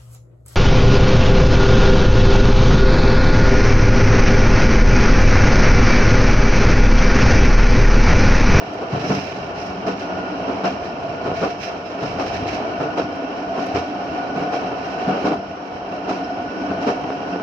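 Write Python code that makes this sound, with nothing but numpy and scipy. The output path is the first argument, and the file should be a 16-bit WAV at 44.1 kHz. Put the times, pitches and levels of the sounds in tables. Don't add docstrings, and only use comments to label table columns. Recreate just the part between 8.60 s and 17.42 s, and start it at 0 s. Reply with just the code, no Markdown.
import sys
import numpy as np
from scipy import signal
from scipy.fft import rfft, irfft, next_fast_len
from scipy.io import wavfile
from scipy.ndimage import uniform_filter1d

SR = 44100
rng = np.random.default_rng(int(sys.argv[2]) if len(sys.argv) > 2 else 0)


def file_out(sig):
    cols = np.atleast_2d(sig).T
    lim = np.clip(cols, -1, 1)
    pcm = np.round(lim * 32767).astype(np.int16)
    wavfile.write(sys.argv[1], SR, pcm)


N = 388962
SIZE = next_fast_len(N + SR // 2, real=True)
FREQS = np.arange(SIZE // 2 + 1) * SR / SIZE
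TIME = np.arange(SIZE) / SR
MID_ONLY = np.array([[1], [0]])
BLOW_RISE_S, AFTER_RISE_S = 0.021, 0.027

# hz, relative_db
CHATTER_SPECTRUM = [(600, -34), (1500, 11), (2700, 9), (3500, -1.5), (4500, 1), (5450, 6.5), (6100, 0.5),
                    (6700, -8.5), (7500, -11), (8300, -26.5), (9700, -27), (13500, -26.5), (15000, -33.5)]


def undb(db):
    return 10 ** (np.asarray(db) / 20)


def over_hz(points):
    hz, value = np.transpose(points)
    return np.interp(np.log(FREQS + 1e-3), np.log(hz), value)


def over_time(table):
    s, *columns = np.transpose(table)
    return [np.interp(TIME, s, column) for column in columns]


def walk(rate_hz):
    hold = max(int(SR / rate_hz), 2)
    steps = np.repeat(rng.standard_normal(SIZE // hold + 2), hold)
    steps = steps[rng.integers(hold):][:SIZE]
    return 1.3 * uniform_filter1d(uniform_filter1d(steps, hold), hold)


def contacts(rough_db, rate_hz):
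    x = rng.standard_normal((2, SIZE)) * undb(rough_db * walk(rate_hz))
    return x / x.std()


def radiate(x, spectrum):
    # hz, width_hz, lift_db
    body = [(88.8, 16, 5.5), (192, 22.5, 5), (279, 56, 4), (397, 37, 3.5), (449, 82, 2), (685, 169, 9),
            (1457, 53, 5), (1723, 40, 4), (1799, 45, 6.5), (2287, 90, 5), (2396, 100, 3), (2651, 83, 6),
            (2865, 120, 3.5), (3184, 97, 7), (3967, 650, 7), (5290, 35, 5), (8540, 250, 5), (9050, 90, 4.5),
            (10300, 300, 2.5), (11200, 500, 2.5)]
    db = over_hz(spectrum)
    for hz, width_hz, lift_db in body:
        db = db + lift_db / (1 + (2 * (FREQS - hz) / width_hz) ** 2)
    gain = undb(db) / np.sqrt(np.mean(undb(db) ** 2))
    cepstrum = irfft(np.log(gain), SIZE)[:SIZE // 2]
    cepstrum[1:] *= 2
    return irfft(rfft(x) * np.exp(rfft(cepstrum, SIZE)), SIZE)


def mode(hz, width_hz, steadiness=0):
    drive = rng.standard_normal((2, SIZE)) + 1j * rng.standard_normal((2, SIZE))
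    pole = np.exp(-np.pi * width_hz / SR)
    swing = signal.lfilter([1], np.poly([pole, pole]), drive)
    if steadiness:
        swing = swing / np.hypot(abs(swing), swing.std() / 2) ** steadiness
    cycles = np.cumsum(np.broadcast_to(hz, SIZE)) / SR
    x = (swing * np.exp(2j * np.pi * cycles)).real
    return x / x.std()


def ring_down(t, t60_s, attack_s):
    return np.exp(-np.log(1000) * t / t60_s) * (1 - np.exp(-t / attack_s))


def swell(t, rise_s, sharpness):
    u = t / max(rise_s, 1e-3)
    return (u * np.exp(1 - u)) ** abs(sharpness)


def bursts(times_s, levels_db, rises_s, sharpness, tail_db=-20, tail_s=0.17):
    power, t = np.zeros(SIZE), np.arange(SR // 2) / SR
    for s, db, rise_s in zip(times_s, levels_db, np.broadcast_to(rises_s, len(times_s))):
        tail = undb(tail_db) * np.minimum(t / rise_s, 1) * np.exp(-t / tail_s)
        shape = swell(t, rise_s, sharpness) + tail
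        start = int(s * SR)
        power[start:start + len(t)] += (undb(db) * shape) ** 2
    return np.sqrt(power)


def swells(table):
    power = sum((undb(db) * np.exp(-((TIME - s) / half_s) ** 2)) ** 2 for s, db, half_s in table)
    return np.sqrt(power)


def driven(usual_db, db_per_db):
    # s, rolling_db
    rail = [(0.0, -31), (0.24, -32), (0.37, -27), (0.81, -32), (1.75, -28.5), (2.06, -27), (2.36, -31.5),
            (2.75, -28), (2.97, -33.5), (3.1, -28.5), (3.23, -33), (3.4, -28.5), (3.76, -27), (4.27, -29),
            (4.55, -30), (6.19, -28), (6.58, -24), (6.73, -34.5), (6.88, -34), (8.28, -28), (8.5, -30),
            (8.82, -29.5)]
    rail_db, = over_time(rail)
    return undb(usual_db + db_per_db * (rail_db - rail_db.mean()))


def blows():
    # rear_axle_s, clack_db, boom_db, clash_db, front_re_rear_db,
    # front_boom_hz, rear_boom_hz
    crossings = [(0.491, -13, -14.5, -40.5, -4.5, 139, 196), (1.261, -16, -25.5, -35, -12.5, 200, 227),
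                 (2.036, -12, -23.5, -34, -7, 242, 223), (2.816, -11, -25.5, -40.5, -5.5, 213, 192),
                 (3.586, -16.5, -22.5, -35.5, -4, 142, 263), (4.367, -14.5, -23.5, -36.5, -1, 140, 260),
                 (5.140, -16, -25.5, -34.5, -5.5, 254, 99), (5.921, -16.5, -26.5, -38.5, -1, 165, 279),
                 (6.642, -13, -14, -34.5, -4, 209, 256), (7.478, -16, -22.5, -37, -9, 229, 276),
                 (8.262, -12.5, -18.5, -36, -7.5, 220, 268)]
    # s, clack_db, boom_db, clash_db, boom_hz
    extra = [(0.207, -20.5, -30.5, -57, 225), (0.429, -21, -21, -49, 254), (0.53, -23.5, -32, -37.5, 192),
             (1.89, -24.5, -28, -55, 240), (2.68, -24.5, -26, -57, 160), (3.813, -22.5, -26, -48, 92),
             (4.962, -22, -25.5, -53, 252), (5.795, -20, -29.5, -52, 165), (6.700, -14, -28, -47, 263),
             (7.535, -29, -25, -50, 280), (8.202, -23.5, -28, -41, 268), (8.72, -29, -23.5, -51, 258)]
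    axle_gap_s, front_boom_db, front_clash_db = .169, 1.5, -8
    rear, front = [], []
    for s, clack_db, boom_db, clash_db, front_db, front_hz, rear_hz in crossings:
        rear.append((s, clack_db, boom_db, clash_db, rear_hz))
        front.append((s - axle_gap_s, clack_db + front_db, boom_db + front_db + front_boom_db,
                      clash_db + front_db + front_clash_db, front_hz))
    return np.array(rear + front + extra)


def afterswing():
    s, _, boom_db, clash_db, _ = blows().T
    return [bursts(s, db, AFTER_RISE_S, sharpness=0.66) for db in (boom_db, clash_db)]


def roar():
    # hz, relative_db
    spectrum = [(80, -34.5), (170, -9), (260, -0.5), (480, -0.5), (600, -2), (900, -2), (1300, -4),
                (1700, -15), (2500, -19.5), (3000, -18), (3500, -35), (5500, -27), (8000, -58.5),
                (15000, -79.5)]
    roughness = contacts(rough_db=.8, rate_hz=110) * undb(.6 * walk(14))
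    return radiate(roughness * driven(usual_db=-28, db_per_db=0.78), spectrum)


def rumble():
    # hz, relative_db
    spectrum = [(20, -52), (32, -15), (45, -11), (80, -6.5), (160, -3), (230, -14), (400, -23.5),
                (1000, -71)]
    # s, relative_db
    course = [(0.0, -46), (0.54, -37), (0.86, -43), (1.6, -45), (2.75, -41.5), (3.25, -47), (3.56, -38),
              (4.59, -45.5), (6.48, -45), (7.1, -51), (8.25, -42), (8.82, -47.5)]
    level_db, = over_time(course)
    return radiate(contacts(rough_db=3.0, rate_hz=35) * undb(level_db + 3.5), spectrum)


def wheel_pitch():
    # s, howl_hz, ring_hz
    pitches = [(0, 700, 1442), (2.2, 680, 1440), (3.3, 684, 1438), (4.2, 706, 1464), (5.0, 706, 1462),
               (6.3, 720, 1470), (7.3, 704, 1462), (8.82, 714, 1472)]
    return over_time(pitches)


def howl():
    # offset_from_howl_hz, width_hz, relative_db
    close_modes = [(-45, 50, -7.5), (0, 36, -2.5), (42, 36, -9.5)]
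    # s, level_db
    course = [(0, -41), (.6, -38), (2.0, -41), (2.45, -29.5), (2.55, -37.5), (2.7, -28), (3.0, -37),
              (3.4, -37.5), (3.95, -31), (4.25, -30), (4.8, -35), (4.92, -25), (5.1, -28), (5.26, -35),
              (5.4, -32), (5.75, -28), (6.1, -32.5), (6.55, -27), (6.85, -40.5), (7.4, -31.5), (7.8, -29.5),
              (7.93, -41), (8.04, -24), (8.12, -39), (8.28, -25), (8.4, -30.5), (8.82, -33)]
    level_db, = over_time(course)
    howl_hz, _ = wheel_pitch()
    tone = 0
    for offset_hz, width_hz, db in close_modes:
        pitch_hz = howl_hz + offset_hz + 9 * walk(6)
        tone = tone + mode(pitch_hz, width_hz, steadiness=.25) * undb(db + walk(24))
    s, clack_db, *_ = blows().T
    struck = bursts(s, clack_db - 13, AFTER_RISE_S, sharpness=1)
    return tone * np.hypot(undb(level_db), struck)


def wheel_ring():
    # s, relative_db
    course = [(0, -46.5), (1.35, -42.5), (1.65, -33.5), (1.95, -49), (2.45, -43), (2.8, -36.5), (3.0, -48),
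              (3.5, -42.5), (3.9, -47), (4.38, -34.5), (4.6, -41.5), (5.35, -41), (5.68, -34.5), (6.2, -38),
              (6.6, -36.5), (6.9, -45.5), (7.5, -41.5), (7.78, -37), (8.08, -33), (8.45, -45.5),
              (8.82, -36.5)]
    level_db, = over_time(course)
    _, ring_hz = wheel_pitch()
    tone = mode(ring_hz + 7 * walk(9), width_hz=46, steadiness=.2)
    return tone * undb(1.5 * walk(12) - .5) * undb(level_db - 2.5)


def drone(floor_swing):
    # s, upper_db, lower_db
    course = [(0, -37.5, -51.5), (.95, -53, -55.5), (1.1, -38.5, -34), (1.6, -33.5, -38),
              (2.1, -36.5, -39.5), (2.4, -42.5, -45.5), (3.3, -44.5, -49), (3.6, -37, -48),
              (4.4, -30.5, -45), (4.7, -35.5, -50), (5.85, -29.5, -39), (6.25, -37, -45.5),
              (6.6, -37.5, -40), (6.9, -39.5, -46), (7.35, -42, -45.5), (7.55, -37, -41), (7.8, -33, -41.5),
              (8.2, -30, -41), (8.82, -34, -43.5)]
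    upper_db, lower_db = over_time(course)
    upper = mode(hz=287 + 6 * walk(6), width_hz=52) * undb(walk(9) - .7)
    lower = mode(hz=190, width_hz=24)
    upper_gain = np.hypot(undb(upper_db), undb(-13.5) * floor_swing)
    return upper * upper_gain + lower * undb(lower_db)


def chatter(shake):
    return radiate(contacts(rough_db=0.0, rate_hz=260) * shake * undb(1.8 * walk(29) + 4.0),
                   CHATTER_SPECTRUM)


def grazing():
    # hz, width_hz, relative_db
    edges = [(2985, 950, -1.5), (5580, 140, -4.5)]
    return sum(mode(hz * (1 + .008 * walk(7)), width_hz) * undb(db + 2.5 * walk(40))
               for hz, width_hz, db in edges)


def tapping():
    # hz, relative_db
    pieces = [(2270, -4), (2682, 0), (2800, -3), (3130, -6), (3970, -13), (5215, -7)]
    taps_per_s, t60_s = 13, .1
    out, t = np.zeros((2, SIZE)), np.arange(SR // 6) / SR
    for hz, db in pieces:
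        for when, softness, detune, *phase in rng.random((int(taps_per_s * N / SR), 5)):
            turns = hz * (1 + .012 * (detune - .5)) * t + np.array(phase)[:, None]
            fade = ring_down(t, t60_s, attack_s=.001)
            start = int(when * N)
            out[:, start:start + len(t)] += undb(db - 10 * softness) * fade * np.sin(2 * np.pi * turns)
    return out / out.std()


def rattles():
    # start_s, relative_db, rise_s
    events = [(0.0, -46, .09), (0.29, -34.5, 0.15), (0.43, -35, 0.073), (0.58, -38, 0.11),
              (0.945, -36, 0.055), (1.36, -36.5, 0.043), (2.63, -43, 0.027), (2.74, -33, 0.066),
              (2.995, -32, 0.04), (3.25, -41, .05), (3.39, -36.5, 0.069), (3.64, -35, .04),
              (3.72, -33.5, 0.031), (3.86, -31.5, .045), (4.93, -37.5, 0.088), (7.31, -44, 0.027),
              (7.51, -43, .04)]
    s, db, rise_s = np.transpose(events)
    envelope = bursts(s, db - 2.5, rise_s, sharpness=1.2)
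    return radiate(contacts(rough_db=2, rate_hz=150) * envelope, CHATTER_SPECTRUM)


def fittings(fitting_swing):
    shake = np.hypot(driven(usual_db=-50, db_per_db=0.82), undb(-11) * fitting_swing)
    touching = grazing() * undb(-6.5) + tapping() * undb(-2.5)
    return chatter(shake) + rattles() + shake * touching


def grit():
    # start_s, level_db
    ticks = [(0.135,-57), (2.43,-64), (4.553,-63), (5.061,-51)]
    # hz, relative_db
    spectrum = [(2000, -23), (6000, 12.5), (9000, -4), (14000, -3.5), (16000, -14)]
    s, db = np.transpose(ticks)
    envelope = bursts(s, db, 0.0032, sharpness=0.55)
    return radiate(contacts(rough_db=3.0, rate_hz=830) * envelope, spectrum)


def knocks():
    # delay_s, strength_re_clack_db
    rebounds = [(.001, 11), (.007, 13), (.013, 13.5), (.02, 15), (.025, 15), (.031, 13.5), (.038, 11),
                (.047, 11), (.058, 8)]
    # s, relative_db
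    rigging = [(1.590, 0), (2.255, 0), (2.716, 3.5), (8.504, 5), (8.760, 3), (8.799, 3)]
    delay_spread, strength_spread_db = .15, 3
    out = np.zeros(SIZE)
    delay_s, strength_db = np.transpose(rebounds)
    for s, clack_db, *_ in blows():
        late, hard, way = rng.uniform(-1, 1, (3, len(delay_s)))
        sizes = undb(strength_db + strength_spread_db * hard)
        sizes *= np.linalg.norm(undb(strength_db)) / np.linalg.norm(sizes)
        when = ((s + delay_s * (1 + delay_spread * late)) * SR).astype(int)
        out[when] += undb(clack_db) * sizes * np.sign(way)
    for s, db in rigging:
        out[int(s * SR)] += undb(db)
    return out


def clack():
    # hz, relative_db
    spectrum = [(40,-51.5), (90,-15), (200,-3.5), (300,-1.5), (440,4), (680,-4), (1000,-3), (1300,-2),
                (1800,-19), (2600,-22.5), (3500,-31.5), (6000,-40), (12000,-68)]
    s, clack_db, *_ = blows().T
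    jolt = bursts(s, clack_db - 7, BLOW_RISE_S, sharpness=1.4, tail_db=-22, tail_s=.07)
    return radiate(knocks() * MID_ONLY + contacts(rough_db=2, rate_hz=400) * jolt, spectrum)


def clash():
    s, _, _, clash_db, _ = blows().T
    shiver = bursts(s, clash_db, BLOW_RISE_S, sharpness=1.1, tail_db=-14, tail_s=.08)
    return radiate(contacts(rough_db=3, rate_hz=340) * shiver, CHATTER_SPECTRUM)


def boom():
    # hz, relative_db
    floor_modes = [(68,-6), (89,4), (121,2), (150,3.5), (190,4.5), (232,-4.5), (272,4), (303,3), (365,3),
                   (412,-9), (462,-2)]
    out, t = np.zeros(SIZE), np.arange(SR // 3) / SR
    hz, mode_db = np.transpose(floor_modes)
    heave = swell(t, BLOW_RISE_S / 2, sharpness=0.23)
    for s, _, db, _, boom_hz in blows():
        weights = undb(mode_db) * np.exp(-(np.log2(hz / boom_hz) / 0.54) ** 2)
        weights *= np.sqrt(2 / np.sum(weights ** 2))
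        detune, phase = rng.standard_normal((len(hz), 1)), rng.random((len(hz), 1))
        turns = hz[:, None] * (1 + 0.021 * detune) * t + phase
        swing = weights @ np.sin(2 * np.pi * turns)
        start = int(s * SR)
        out[start:start + len(t)] += undb(db - 4.5) * swing * heave
    muffled = signal.sosfilt(signal.butter(4, 800, fs=SR, output="sos"), out)
    return muffled * MID_ONLY


def bright_hiss():
    # hz, width_hz, relative_db
    resonances = [(2625, 760, -3), (5180, 200, -6), (5540, 880, -1), (11500, 5200, -23)]
    # peak_s, relative_db, half_length_s (to 1/e)
    stretches = [(0.52, -40, 0.063), (0.62, -46, 0.062), (1.035, -45.5, 0.048), (2.84, -46, 0.019),
                 (3.04, -44.5, 0.052), (3.62, -51, 0.051), (7.95, -58, .2), (8.55, -58.5, 0.34)]
    hiss = sum(undb(db) * mode(hz, width_hz) for hz, width_hz, db in resonances)
    return hiss * swells(stretches) * undb(1.5 * walk(74))


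def clinks():
    # start_s, level_db
    touches = [(1.594,-48), (3.252,-40), (5.255,-45), (6.060,-38.5), (6.205,-45), (7.640,-41), (7.865,-45),
               (8.754,-47)]
    # hz, relative_db, t60_s
    partials = [(5215, -2.5, .14), (5270, -7, .1), (3970, -9, .13), (2690, -3, .15)]
    out, t = np.zeros((2, SIZE)), np.arange(SR // 3) / SR
    for s, db in touches:
        start = int(s * SR)
        for hz, mode_db, t60_s in partials:
            turns = hz * (1 + 0.0046 * rng.standard_normal()) * t + rng.random((2, 1))
            fade = ring_down(t, t60_s, attack_s=0.002)
            out[:, start:start + len(t)] += undb(db + mode_db) * fade * np.sin(2 * np.pi * turns)
    return out


def scene():
    # hz, correlation
    likeness = [(40, .96), (68, .92), (110, .98), (190, .97), (300, .92), (520, .72), (740, .78),
                (900, .15), (1200, -.4), (1460, .1), (1800, -.12), (4000, .02)]
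    # hz, left_minus_right_db
    facing = [(900, 0), (1300, 1), (1650, 3), (2000, -1), (2400, -10.5), (3000, -8.5), (3600, -2),
              (4400, -6.5), (5500, -8), (6800, -1.5), (9000, -2.5), (13000, 4.5)]
    floor_swing, fitting_swing = afterswing()
    wheels = roar() + rumble() + howl() + wheel_ring() + bright_hiss()
    struck = clack() + clash() + boom() + drone(floor_swing)
    loose = fittings(fitting_swing) + grit() + clinks()
    mid, side = rfft(wheels + struck + loose)
    alike, lean_db = np.clip(over_hz(likeness), -.99, .99), over_hz(facing)
    mid, side = mid * np.sqrt((1 + alike) / 2), side * np.sqrt((1 - alike) / 2)
    left = (mid + side) * undb(lean_db / 2)
    right = (mid - side) * undb(-lean_db / 2)
    return irfft(np.array([left, right]), SIZE)[:, :N]


def record(dry):
    bottom_hz, top_hz = 32, 14400
    thinned = signal.sosfilt(signal.butter(4, bottom_hz, "high", fs=SR, output="sos"), dry)
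    return signal.sosfilt(signal.ellip(8, .2, 70, top_hz, fs=SR, output="sos"), thinned)


dry = scene()
out = record(dry)
file_out(out)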